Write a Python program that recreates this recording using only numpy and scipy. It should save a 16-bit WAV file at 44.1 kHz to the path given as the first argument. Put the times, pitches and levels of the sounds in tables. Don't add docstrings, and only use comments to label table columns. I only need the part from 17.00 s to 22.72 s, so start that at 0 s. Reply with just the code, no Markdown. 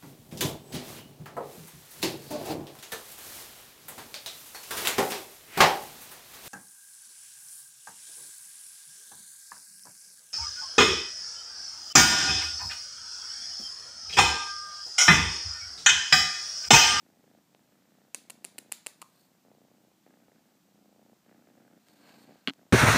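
import sys
import numpy as np
from scipy import signal
from scipy.fft import rfft, irfft, next_fast_len
from scipy.io import wavfile
from scipy.ndimage import uniform_filter1d, map_coordinates

SR = 44100
rng = np.random.default_rng(int(sys.argv[2]) if len(sys.argv) > 2 else 0)


def amplitude_ratio(level_db):
    exponent = np.asarray(level_db, float) / 20
    return 10 ** exponent


def wav_out(sig):
    wavfile.write(sys.argv[1], SR, np.round(np.clip(np.atleast_2d(sig).T, -1, 1) * 32767).astype(np.int16))


N = 252428


def unit(x):
    return x / np.sqrt(np.mean(x ** 2) + 1e-20)


def unit_gain(y, x):
    return unit(y) * np.sqrt(np.mean(x ** 2))


def along(points, hz):
    f, v = np.transpose(points)
    return np.interp(np.log(hz + 1), np.log(f + 1), v)


def at(rows, times):
    s, *cols = np.transpose(rows)
    return [np.interp(times, s, c) for c in cols]


def filtered(x, response):
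    m = next_fast_len(N + SR // 2)
    return irfft(rfft(x, m) * response(np.fft.rfftfreq(m, 1 / SR)), m)[..., :N]


def tract(peaks):
    return lambda f: sum((-1) ** k * amplitude_ratio(db) * 1j * f * w / (c * c - f * f + 1j * f * w)
                         for k, (c, w, db) in enumerate(peaks))


def cavity(peaks):
    return lambda f: sum((-1) ** k * amplitude_ratio(db) * c * w / (c * c - f * f + 1j * f * w)
                         for k, (c, w, db) in enumerate(peaks))


def pulses(times, sizes):
    return np.bincount(np.clip(times * SR, 0, N - 1).astype(int), sizes, N)


def ring(modes, t):
    x = 0
    for hz, t60, db in modes:
        decay = amplitude_ratio(db + rng.normal(0, 2) - 60 * t / t60)
        x = x + decay * np.sin(2 * np.pi * hz * rng.normal(1, .025) * t)
    return x / np.abs(x).max()


def add(out, s, x):
    out[round(s * SR):][:len(x)] += x


# (first throat cycle [s], throat rate [cycles per s], voiced length [s], roughness [0-1])
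BREATHS = [
    (.0293, 27.97, .36, .15),
    (.4968, 30.67, .59, .25),
    (1.1505, 29.36, .58, .17),
    (1.829, 30.6, .52, .3),
    (2.451, 30.05, .47, .17),
    (3.0768, 31.5, .5, .55),
    (3.6548, 29.35, .48, .15),
    (4.2632, 31.04, .51, .65),
    (4.8736, 28.99, .46, .5),
    (5.5604, 28.3, .3, .5),
]
# (effort at start [dB], effort at end [dB], snap over thump [dB], nasal edge [dB])
VOICE = [(-66, -64, -6, -5), (-74, -70.5, -2, -2), (-65.5, -64, -5.5, -6), (-80, -76, 0.5, -6),
         (-63.5, -68.5, -3.5, -16), (-64, -71.5, -6.5, -2.5), (-68, -62, -4, -18), (-63.5, -64, -7, -2),
         (-64, -59, -9, -15), (-66.5, -60, -5, -7)]


def breathing():
    attack_s, release_s, pause_db = 0.025, 0.042, -18
    onset_snap_db = -2
    rows, shut = [], []
    for k, (breath, voice) in enumerate(zip(BREATHS, VOICE)):
        s, rate, length, rough = breath
        first_db, last_db, snap_db, edge_db = voice
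        turn = BREATHS[k + 1][0] if k + 1 < len(BREATHS) else N / SR
        shut.append(np.arange(s, turn - .5 / rate, 1 / rate))
        corners = [(s - attack_s, first_db + pause_db),
                   (s, first_db),
                   (s + length, last_db),
                   (min(s + length + release_s, turn - attack_s), last_db + pause_db)]
        for when, db in corners:
            firm_db = db + snap_db + onset_snap_db * (when <= s)
            rows.append((when, (-1) ** k, rough, db, firm_db, edge_db))
    return rows, np.concatenate(shut)


# (frequency [Hz], width [Hz], level [dB])
CHEST = [(219.3, 105, 0), (313, 95, -2.5)]
THROAT = [(613, 626, 0), (891, 350, -7.5)]
NOSE = [(1204, 230, -6), (1750, 670, -0.5)]
# (time [s], snap level [dB], thump relative to snap [dB])
FLAPS = [(0.238, -53, -8), (0.347, -53, -5), (2.459, -54.5, 1), (2.514, -50, -14), (3.063, -46, -29),
         (3.075, -57, -2), (3.155, -60, -11), (3.281, -49.5, -15), (3.317, -50.5, -4), (4.285, -57, 3),
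         (4.312, -47, -3), (4.344, -52, -13), (4.47, -48, -5), (4.499, -50.5, -9), (4.576, -51, -4),
         (4.599, -51.5, -6), (4.625, -57, 2), (4.734, -53, -1), (5.275, -54, -2), (5.291, -42.5, -3),
         (5.306, -46, -15), (5.355, -46, -13), (5.588, -56, -19), (5.613, -52, -19)]


def purr():
    rows, shut = breathing()
    flow, rough = at(rows, shut)[:2]
    d = rng.uniform(-1, 1, (len(shut), 8))
    part = shut - .0132 + .0007 * d[:, 0]
    shut = shut - .0012 + (.0005 + .0015 * rough) * d[:, 1]
    stray = shut + .011 + .007 * d[:, 2]
    size = amplitude_ratio((2.2 + 3 * rough[:, None]) * d[:, 3:7]).T
    slip = pulses(stray, 1.2 * rough * d[:, 7])
    soft = pulses(part, flow * size[0]) - 0.55 * pulses(shut, flow * size[1]) + slip
    hard = 0.5 * pulses(part, flow * size[2]) - pulses(shut, flow * size[1]) + slip
    edge = pulses(shut, size[3] * size[1]) + 0.72 * pulses(part, size[0]) + slip
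    thump_db, snap_db, edge_db = at(rows, np.arange(N) / SR)[2:]

    when, flap_db, low_db = np.transpose(FLAPS)
    nasal_db = np.where(at(rows, when)[0] > 0, -20, -13)
    when = when + .002
    soft = amplitude_ratio(thump_db + 25.5) * unit(soft) - pulses(when, amplitude_ratio(flap_db + low_db + 42))
    hard = amplitude_ratio(snap_db + 20) * unit(hard) - pulses(when, amplitude_ratio(flap_db + 32))
    edge = amplitude_ratio(snap_db + edge_db + 8.5) * unit(edge) + pulses(when, amplitude_ratio(flap_db + nasal_db + 28.5))

    puff = uniform_filter1d(np.abs(edge), size=300) * rng.standard_normal(N)
    edge = 0.55 * edge + 20 * puff
    thump = filtered(soft, cavity(CHEST))
    snap = filtered(hard, lambda f: cavity(THROAT)(f) / (1 + 1j * f / 2200))
    return thump + snap + filtered(edge, cavity(NOSE))


# (time [s], peak level [dB], hollow pitch [Hz], hollow level [dB])
CLICKS = [
    [(1.1457, -36, 1050, -41), (1.1465, -15, 560, -39.5), (1.1506, -34, 670, -53)],
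    [(1.299, -30, 1000, -39.5), (1.303, -26, 880, -52), (1.3052, -29, 700, -57)],
    [(1.4447, -28, 840, -39), (1.449, -19, 400, -42.5)],
    [(1.5822, -32, 900, -43.5), (1.5842, -27, 620, -47), (1.587, -25, 316, -40)],
    [(1.7188, -31, 1020, -41), (1.7223, -12, 800, -42)],
    [(1.8636, -27, 980, -36), (1.8682, -16.5, 554, -39)],
    [(2.0166, -33, 1184, -46), (2.0187, -31, 1140, -42.5), (2.0196, -32, 1190, -46),
     (2.0252, -40, 1160, -37)],
]
# (hiss level [dB], middle cavity level [dB], bright cavity pitch [ratio])
OPENING = [(-42, 2, .92), (-43, -0.5, .97), (-45, 1.5, .96), (-39, 2.5, 1.03), (-36, 2.5, 1.02),
           (-38, 5.5, 1.01), (-49, -1, 1.01)]
# (frequency [Hz], t60 [s], level [dB])
BRIGHT = [(7350, .0045, 0), (8900, .003, -2), (10600, .0025, -4), (13000, .0015, -13)]
MIDDLE = [(2150, .0035, -7), (2700, .005, 0), (4100, .003, -3)]
# (frequency [Hz], width [Hz], level [dB])
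SPRAY = [(1120, 340, -3.5), (2970, 1200, -9), (7300, 1700, 1), (10350, 2700, 3.5)]


def clicks():
    build_s, hiss_s = .0002, .0052
    leak_db_per_s = -1100
    out, hiss, t = np.zeros(N + SR), np.zeros(N + SR), np.arange(SR // 25) / SR
    onset = np.minimum(t / .0001, 1)
    build = np.sin(np.pi / 2 * np.minimum(t / build_s, 1))
    for releases, (suction_db, cavity_db, pitch) in zip(CLICKS, OPENING):
        for s, db, hz, hollow_db in releases:
            cycles = 14.3 if hz > 1000 else 6.2
            hollow = amplitude_ratio(hollow_db - db - 60 * t * hz / cycles) * np.sin(2 * np.pi * hz * t)
            mid_db = cavity_db + 0.5 - 0.54 * (db + 36)
            middle = amplitude_ratio(mid_db) * ring(MIDDLE, t)
            bright = amplitude_ratio(-2.8) * build * ring(BRIGHT, pitch * (t - build_s))
            add(out, s, amplitude_ratio(db + 2.5) * onset * (middle + hollow - bright))
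            hiss_db = suction_db + leak_db_per_s * (s - releases[0][0])
            add(hiss, s, amplitude_ratio(hiss_db - 3 - 60 * (t / hiss_s) ** 4) * rng.standard_normal(len(t)))
    return out[:N] + unit_gain(filtered(hiss[:N], tract(SPRAY)), hiss[:N])


# (frequency [Hz], level [dB])
SPREAD = [(200, -41), (1000, -18), (2700, -5), (4500, 0.5), (5800, -7), (7400, 2), (10000, -3.5),
          (14000, -10)]


def sideways_clicks():
    s, db = np.concatenate(CLICKS).T[:2]
    return filtered(pulses(s, amplitude_ratio(db)), lambda f: amplitude_ratio(along(SPREAD, f)))


# (time [s], peak level [dB], thud level [dB])
KNOCK = [
    (5.4743, -7, -33),
    (5.478, -20.5, 2),
    (5.4826, -13, -3.5),
    (5.488, -22, -5.5),
    (5.4901, -19, -18),
    (5.4966, -17, -18),
    (5.5035, -28, 1),
]
# (frequency [Hz], t60 [s], level [dB])
CASE = [(1560, .016, -7), (2150, .009, -3), (2830, .011, 0), (3220, .01, -1), (4300, .009, -3),
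        (7200, .003, -17), (10500, .002, -20)]
THUD = [(196, 0.024, -5.5), (267.7, 0.045, 2.5), (420, 0.017, -20), (677, 0.0094, -5.5), (1120, 0.01, -2.5)]
# (time [s], peak level [dB], body pitch [Hz], edge pitch [Hz])
TICKS = [
    (0.5485, -44.5, 695, 2600),
    (2.7, -69, 8500, 9500),
    (3.47, -62.5, 7300, 7000),
    (3.555, -59, 8000, 9000),
    (4.8855, -47, 3500, 6500),
    (5.5357, -42.5, 4030, 7400),
]


def knock():
    out, t = np.zeros(N + SR), np.arange(SR // 12) / SR
    onset = np.minimum(t / 0.00052, 1)
    for s, db, thud_db in KNOCK:
        scrape = uniform_filter1d(uniform_filter1d(rng.standard_normal(len(t)), size=5), size=4)
        scrape = 0.2 * amplitude_ratio(-60 * t / 0.027) * scrape
        case = amplitude_ratio(-3.5) * ring(CASE, t - .0004)
        thud = amplitude_ratio(thud_db - 1.5) * ring(THUD, t)
        add(out, s, amplitude_ratio(db) * (case + thud + scrape) * onset)
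    for s, db, *pitches in TICKS:
        for hz in pitches:
            add(out, s, -amplitude_ratio(db + 5 - 60 * t * hz / 2.9) * np.sin(2 * np.pi * hz * t))
    return out[:N]


# (peak time [s], level [dB], 20 dB rise [s], 20 dB fall [s], fineness [dB])
STROKES = [
    (2.22, -75.5, 0.4, 0.15, 5.5),
    (4.89, -75, 0.13, .9, 2),
    (5.09, -67, 0.16, .2, -2.5),
    (5.23, -70, 0.2, 0.04, 3.5),
    (5.31, -75, .5, 0.3, -3),
]
# (frequency [Hz], level [dB per Hz])
CLOTH = [(250, -120), (400, 4), (800, 2.5), (1450, -4), (1580, 6), (1720, -4), (2450, -4.5), (3200, -7),
         (4400, 2.5), (5800, -12), (7300, -6.5), (10000, -23.5), (13000, -17), (16500, -24)]
# (from [Hz], to [Hz])
SCALES = [(0, 3200), (3200, 8000), (8000, 20000)]


def rustle():
    t = np.arange(N) / SR
    end = STROKES[-1][0] + STROKES[-1][3]

    def swell(tilt):
        power = 0
        for s, db, rise, fall, fine_db in STROKES:
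            away = np.where(t < s, (s - t) / rise, (t - s) / fall)
            power = power + amplitude_ratio(db + tilt * fine_db - 20 * away) ** 2
        return np.sqrt(power * (t < end))

    clumps = amplitude_ratio(1.5 * map_coordinates(rng.standard_normal(N // 300 + 4), [np.arange(N) / 300]))
    slips = clumps * rng.standard_normal(N) * amplitude_ratio(4 * rng.standard_normal(N))
    out = 0
    for (low, high), db, tilt in zip(SCALES, (6, 2.5, -2.5), (-1.2, 0, 1)):
        band = filtered(slips, lambda f: amplitude_ratio(along(CLOTH, f)) * (f >= low) * (f < high))
        out = out + amplitude_ratio(db) * swell(tilt) * unit(band)
    return out


# (frequency [Hz], t60 [s])
BEDROOM = [(200, 0.27), (2000, 0.45), (7000, 0.31), (14000, 0.24)]


def bedroom(x):
    out = np.zeros(N + SR)
    for a in range(0, N, SR // 7):
        hz, t, z = signal.stft(rng.standard_normal(SR // 2), SR, nperseg=256)
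        decay = amplitude_ratio(-60 * t / along(BEDROOM, hz)[:, None])
        tail = signal.istft(z * decay, SR, nperseg=256)[1]
        echoes = signal.fftconvolve(x[a:a + SR // 7], tail / np.linalg.norm(tail))
        add(out, a / SR + .006, echoes)
    return out[:N]


# (frequency [Hz], level [dB per Hz])
HISS = [(15, -70), (25, -36), (43, -28.5), (69, -20), (193, 0), (322, -5), (433, -18), (703, -12.5),
        (1140, -17), (1800, -20), (2420, -20.5), (7910, -22), (9810, -28.5), (13900, -23.5), (15500, -25)]


def background():
    return amplitude_ratio(-67.9) * unit(filtered(rng.standard_normal(N), lambda f: amplitude_ratio(along(HISS, f))))


def scene():
    low_cut_hz = 127.3
    run, cat = clicks(), purr()
    hollow = filtered(run, lambda f: 1 / (1 + (f / 1500) ** 6))
    to_room = amplitude_ratio(-23) * run + amplitude_ratio(-17) * cat + amplitude_ratio(-15.5) * hollow + amplitude_ratio(-1.5) * sideways_clicks()
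    mix = run + cat + knock() + rustle() + bedroom(to_room)
    near = filtered(mix, lambda f: (1j * f / (1j * f + low_cut_hz)) ** 4)
    return (near + background())[None]


def roll_off(x):
    return signal.sosfilt(signal.butter(12, 16500, fs=SR, output="sos"), x)


def record(dry):
    band_hz = 15500
    mix = filtered(dry, lambda f: np.where(f < band_hz, 1, amplitude_ratio(-22) * (f < band_hz + 1000)))
    return roll_off(mix)


dry = scene()
out = record(dry)
wav_out(out)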